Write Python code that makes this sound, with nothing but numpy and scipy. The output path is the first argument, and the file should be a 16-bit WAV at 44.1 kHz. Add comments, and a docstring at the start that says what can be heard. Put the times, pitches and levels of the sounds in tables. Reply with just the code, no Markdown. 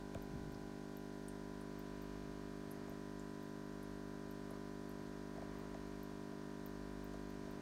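"""A quiet room with an aquarium: a hand-held camera moves from further back up to the tank.
The air pump hums as its diaphragm strokes once per mains cycle; its valves buzz and a loose part chatters.
Tiny bubbles burst at the water surface as short, high noise pings over an even fizz.
Fingers tap the camera's case, ringing its damped modes, and rub it with a low rumble of shaped noise.
Low room noise lies underneath, and the camera cuts the extreme treble."""
import sys
import numpy as np
from scipy.fft import rfft, irfft, next_fast_len
from scipy.io import wavfile
from scipy.ndimage import map_coordinates

SR = 44100
rng = np.random.default_rng(int(sys.argv[2]) if len(sys.argv) > 2 else 0)


def wrap_up_sound(samples):
    """Save the sound to the file named by the first command line argument, as 16-bit audio."""
    columns = np.atleast_2d(samples).T
    # keep every value between -1 and 1, then stretch to whole-number steps
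    tamed = np.clip(columns, -1, 1)
    steps = np.round(tamed * 32767).astype(np.int16)
    wavfile.write(sys.argv[1], SR, steps)


N = 335601

MAINS_HZ, STROKE_S = 50.008, .01673  # stroke rate; time of one main stroke
MOVE_START_S, MOVE_END_S = 0.71, 1.9  # the camera moves up to the tank
# The pump's hum close to the tank. Each row: multiple of the stroke rate, level in dB.
HUM_PARTIALS = [(1, -61.5), (2, -67.0), (3, -59), (4, -56.4), (5, -55.5), (6, -56.5), (7, -61), (8, -57.5),
                (9, -69), (10, -75), (11, -69.0), (12, -66.5), (13, -70), (14, -68.5), (15, -77),
                (16, -77.5), (17, -80.5), (18, -93.5), (19, -69.5), (20, -66.5), (21, -77.5), (22, -80),
                (23, -80.5), (24, -75.0), (25, -89), (26, -77.4), (27, -83), (28, -76.5), (29, -76.5),
                (30, -78), (31, -74.4), (32, -73.5), (33, -79.6), (34, -83.5), (35, -77), (36, -79),
                (37, -77.5), (38, -82.5), (39, -81), (40, -97)]
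# Strength of the diaphragm's back stroke. Each row: frequency in Hz, share of the main stroke.
BACK_STROKE = [(250, 0.27), (700, 0.41), (2000, 0.74)]
# Spread of the partials' arrival through the room. Each row: frequency in Hz, phase spread in radians.
ROOM_SCATTER = [(420, 0.24), (530, 2.365), (780, 1.46), (950, 0.93), (2000, 0.83)]
# How the room colours the hum at the further place. Each row: frequency in Hz, level change in dB.
FAR_COLOUR_CURVE = [(700, -0.64), (800, 8), (870, 7), (950, -2.5), (1000, 0), (1050, -6), (1130, -7),
                    (1250, -16), (1350, -3), (1500, 3.5), (1650, -6.5), (1800, -2)]
# Thin upper buzz of the valves. Each row: frequency in Hz, level per line in dB before the overall gain.
VALVE_BUZZ = [(2000, -91.5), (2700, -93), (3400, -96.5), (4000, -96), (5000, -100), (6500, -100),
              (7500, -110)]
# Colour of the loose part's rasp. Each row: frequency in Hz, relative level in dB.
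CHATTER_COLOUR = [(750, -43), (950, 3), (1100, 13.5), (1250, 2), (1500, -27)]
# Flares of the loose part. Each row: time at the strongest in seconds, dB above its usual level.
CHATTER_FLARES = [(2.65, 2), (4.57, 6), (5.58, 4), (6.1, 4.5)]
CHATTER_DB, FLARE_S = -74.3, 0.094  # usual level; half the length of a flare
# The louder bursting bubbles. Each row: start in seconds, peak in dB before the overall gain, pitch in Hz.
BUBBLE_BURSTS = [(.2228, -49.5, 12900), (.545, -54.5, 5050), (.9696, -48, 13000), (1.283, -44.5, 9000),
                 (1.7912, -50, 14000), (2.0197, -52, 13800), (2.7135, -46, 11300), (2.8947, -52, 13600),
                 (3.195, -54, 6900), (3.8301, -52.5, 11000), (4.3105, -51, 13100), (4.5066, -54.5, 10800),
                 (4.8932, -55, 12800), (4.9144, -59, 11200), (5.5861, -57, 15200), (6.0311, -49, 13200),
                 (6.6612, -44, 13900), (7.0418, -54, 14600), (7.5092, -54, 13600)]
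FAINT_BUBBLES_PER_S, FAINT_BUBBLE_DB, FAINT_BUBBLE_HZ = .6, -57.5, 11500  # by chance; centre values
# The louder finger taps. Each row: start in seconds, peak in dB before the overall gain, firmness in dB.
FINGER_TAPS = [(0.145, -35.5, 10.5), (2.153, -48, -2), (2.876, -44, 2), (2.912, -49, -2), (4.504, -45, 1),
               (4.563, -48, 0), (5.358, -47, 3), (5.376, -42, -6), (5.417, -40.5, -2), (5.742, -42.5, 6.5),
               (6.112, -48, 13), (6.319, -49, -5), (7.136, -43, 6), (7.471, -47.5, 0)]
FAINT_TAPS_PER_S, FAINT_TAP_DB = .8, -52.5  # by chance; centre level before the overall gain
CLICK_DB, CLICK_PER_FIRMNESS = -2, .65  # click of a plain tap; dB more for each dB of firmness
# Resonances of the camera's case. Each row: centre in Hz, width in Hz, relative level in dB.
CASE_MODES = [(70.4, 100, 0), (220, 245, -5.5), (493, 180, 0), (671, 78, 6.5), (1150, 150, -11),
              (1580, 220, -15), (2370, 150, -20.5), (3650, 220, -28), (6600, 1000, -27.5)]
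# The hand shifting its grip. Each row: time at the strongest in seconds, level in dB.
GRIP_RUBS = [(.355, -49.5), (2.25, -61)]
RUB_ATTACK_S, RUB_T60_S = 0.087, 1.2  # rise time; time to fall by 60 dB
# Colour of skin dragging on the case. Each row: frequency in Hz, relative level in dB.
SKIN_COLOUR = [(20, -5), (50, 2), (150, 4.5), (250, -2.5), (380, -14), (800, -54)]
# Fizz of fine bubbles. Each row: frequency in Hz, relative level in dB.
FIZZ_COLOUR = [(1200, -9), (2700, -3), (4100, 1), (6400, -1.5), (7500, -6.5), (8600, -5), (10000, -11),
               (13500, -12.5), (15600, -16.5)]
# Noise of the quiet room. Each row: frequency in Hz, relative level in dB.
ROOM_COLOUR = [(14, -28), (28, -3), (42, 4.5), (110, -5), (370, -3.5), (500, -10.5), (670, -9.5),
               (830, -11), (1100, -13), (1750, -16.5), (2100, -17), (2700, -25), (8000, -51)]
TOP_HZ = 15790  # the camera's upper band limit


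def hum(sway_db, wander_db, beat_db):
    """A stroke and a weaker back stroke each cycle; the room scatters their higher partials."""
    t = np.arange(N) / SR
    angle, out = stroke_angle(), np.zeros(N)
    # 1 at the place further back, 0 close to the tank
    far = np.clip((MOVE_END_S - t) / (MOVE_END_S - MOVE_START_S), 0, 1)
    for order, near_db in HUM_PARTIALS:
        hz = order * MAINS_HZ
        # the back stroke comes half a cycle later, so it turns odd and even partials opposite ways
        back = -np.arctan(along(BACK_STROKE, hz)) * (-1) ** order
        scatter = along(ROOM_SCATTER, hz) * rng.standard_normal()
        # short waves change most as the hand drifts through the room's standing waves
        drift_db = sway_db + wander_db * order / len(HUM_PARTIALS)
        level = near_db + along(FAR_COLOUR_CURVE, hz) * far + drift_db * wobble(1.54)
        if order == 1:
            level = level + beat_db * wobble(2.85)  # the deepest tone swells and sinks
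        recoil = -1 if order <= 2 else 1  # the housing rocks against the stroke
        out += recoil * np.sqrt(2) * amp(level) * np.cos(order * angle + back + scatter)
    return out


def buzz(gain_db, uneven_db, drift_db):
    """The valves add a comb of faint, uneven upper partials locked to the stroke."""
    orders = np.arange(len(HUM_PARTIALS) + 1, 150)
    size = 4096  # samples in one stroke cycle
    lines = np.zeros(size // 2 + 1, complex)
    unevenness = uneven_db * rng.standard_normal(len(orders))
    lines[orders] = amp(along(VALVE_BUZZ, orders * MAINS_HZ) + unevenness)
    random_phase = np.exp(2j * np.pi * rng.random(len(lines)))
    cycle = irfft(lines * random_phase) * size / np.sqrt(2)
    wave = np.interp(stroke_angle() / (2 * np.pi), np.arange(size) / size, cycle, period=1)
    return amp(gain_db + drift_db * wobble(2.03)) * wave


def chatter(depth_db):
    """A loose part makes a narrow rasp that pulses with every stroke and swells in each flare."""
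    t = np.arange(N) / SR
    level = CHATTER_DB + sum(db * np.exp(-((t - s) / FLARE_S) ** 2) for s, db in CHATTER_FLARES)
    pulse = amp(depth_db * np.cos(stroke_angle()))
    return amp(level) * unit(pulse * noise(CHATTER_COLOUR))


def bubbles(gain_db, sharpness, burst_t60, echo_db, echo_t60):
    """Each burst is a very short ping, smeared by reflections between water, glass and walls."""
    out, t = np.zeros(N), np.arange(4096) / SR
    hz = np.fft.rfftfreq(len(t), 1 / SR)
    fade = amp(-60 * t / burst_t60) + amp(echo_db - 60 * t / echo_t60)
    chance = faint(FAINT_BUBBLES_PER_S, FAINT_BUBBLE_DB, FAINT_BUBBLE_HZ, spread=3000, spread_db=1)
    for s, db, pitch_hz in BUBBLE_BURSTS + chance:
        # a cavity radiates little below its own pitch
        radiation = 1 / np.sqrt(1 + (.75 * pitch_hz / (hz + 1)) ** 10)
        burst = rfft(fade * rng.standard_normal(len(t)))
        ping = irfft(burst * resonance(hz, pitch_hz, pitch_hz / sharpness) * radiation)
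        add(out, s, amp(db + gain_db) * ping / np.abs(ping).max())
    return out


def taps(gain_db, lag_s, thump_hz, click_hz, vary_db):
    """A tap travels through the case as a bending wave: treble first, bass last (lag_s late at 100 Hz)."""
    out, size = np.zeros(N), 8192
    hz = np.fft.rfftfreq(size, 1 / SR)
    dispersion = np.exp(-4j * np.pi * lag_s * np.sqrt(100 * hz))
    chance = faint(FAINT_TAPS_PER_S, FAINT_TAP_DB, 0, spread=4, spread_db=0.5)
    for s, db, firm_db in FINGER_TAPS + chance:
        click_db = CLICK_DB + CLICK_PER_FIRMNESS * firm_db  # a firm tap both thumps and clicks more
        body = np.zeros(len(hz), complex)
        for k, (centre, width, level) in enumerate(CASE_MODES):
            # each touch lands on another spot and stirs the modes differently
            strength = amp(level + vary_db * rng.standard_normal())
            body += (-1) ** k * strength * resonance(hz, centre, width)
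        thump = firm_db / (1 + (hz / thump_hz) ** 2)
        click = click_db * (1 - 1 / (1 + (hz / click_hz) ** 4))
        knock = irfft(body * amp(thump + click) * dispersion)
        add(out, s, amp(db + gain_db) * knock / np.abs(knock).max())
    return out


def grip():
    """Skin drags over the case in a low rumble that rises fast and dies away."""
    t, level = np.arange(N) / SR, np.zeros(N)
    for s, db in GRIP_RUBS:
        rise = np.clip(1 + (t - s) / RUB_ATTACK_S, 0, 1)
        level += amp(db - 60 * np.maximum(t - s, 0) / RUB_T60_S) * rise
    return level * noise(SKIN_COLOUR)


def background(room_db, fizz_db, swell_db):
    """Gently swelling low room noise under the even fizz of fine bubbles, both as coloured noise."""
    room = amp(room_db + swell_db * wobble(4.96)) * noise(ROOM_COLOUR)
    fizz = amp(fizz_db) * noise(FIZZ_COLOUR)
    return room + fizz


def stroke_angle():
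    """Angle of the diaphragm's cycle, zero at each stroke."""
    return 2 * np.pi * MAINS_HZ * (np.arange(N) / SR - STROKE_S)


def resonance(hz, centre_hz, width_hz):
    """Response of one damped mode, 1 at its centre."""
    return 1j * hz * width_hz / (centre_hz ** 2 - hz ** 2 + 1j * hz * width_hz)


def faint(per_s, db, centre, spread, spread_db):
    """Chance events: rows (s, dB, pitch or firmness scattered about its centre)."""
    rows = []
    for when, loud, kind in rng.random((round(per_s * N / SR), 3)):
        rows.append((when * N / SR, db + spread_db * (2 * loud - 1), centre + spread * (2 * kind - 1)))
    return rows


def amp(db):
    """Amplitude factor of a level in dB."""
    return 10 ** (np.asarray(db) / 20)


def unit(x):
    """x scaled to rms 1."""
    return x / np.sqrt(np.mean(x ** 2) + 1e-20)


def along(points, hz):
    """Read a curve of (Hz, value) points on a log frequency axis."""
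    f, v = np.transpose(points)
    return np.interp(np.log(hz + 1), np.log(f + 1), v)


def wobble(rate):
    """A smooth random curve, rate knots a second."""
    s = np.linspace(0, N / SR, 400)
    knots = rng.standard_normal(200)
    return np.interp(np.arange(N) / SR, s, map_coordinates(knots, [s * rate], mode="mirror"))


def filtered(x, response):
    """x times a response of frequency."""
    size = next_fast_len(N + SR // 2)
    return irfft(rfft(x, size) * response(np.fft.rfftfreq(size, 1 / SR)), size)[:N]


def noise(spectrum):
    """Coloured noise of rms 1."""
    return unit(filtered(rng.standard_normal(N), lambda hz: amp(along(spectrum, hz))))


def add(track, s, sound):
    """Mix a short sound in at s seconds."""
    part = track[max(round(s * SR), 0):][:len(sound)]
    part += sound[:len(part)]


def scene():
    """Sum the pump, the water, the hand on the camera and the room."""
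    pump = hum(sway_db=-0.05, wander_db=1.4, beat_db=-3.0)
    pump += buzz(gain_db=0.5, uneven_db=3.5, drift_db=1.5)
    pump += chatter(depth_db=10.5)
    water = bubbles(gain_db=-1.5, sharpness=12.5, burst_t60=0.025, echo_db=-14.5, echo_t60=0.18)
    hand = taps(gain_db=-1, lag_s=.018, thump_hz=180, click_hz=1100, vary_db=2.5) + grip()
    room = background(room_db=-64.0, fizz_db=-69, swell_db=1.8)
    return (pump + water + hand + room)[None]


def record(dry):
    """The camera's microphone channel keeps nothing above its band limit."""
    return filtered(dry[0], lambda hz: hz < TOP_HZ)[None]


dry = scene()
out = record(dry)
wrap_up_sound(out)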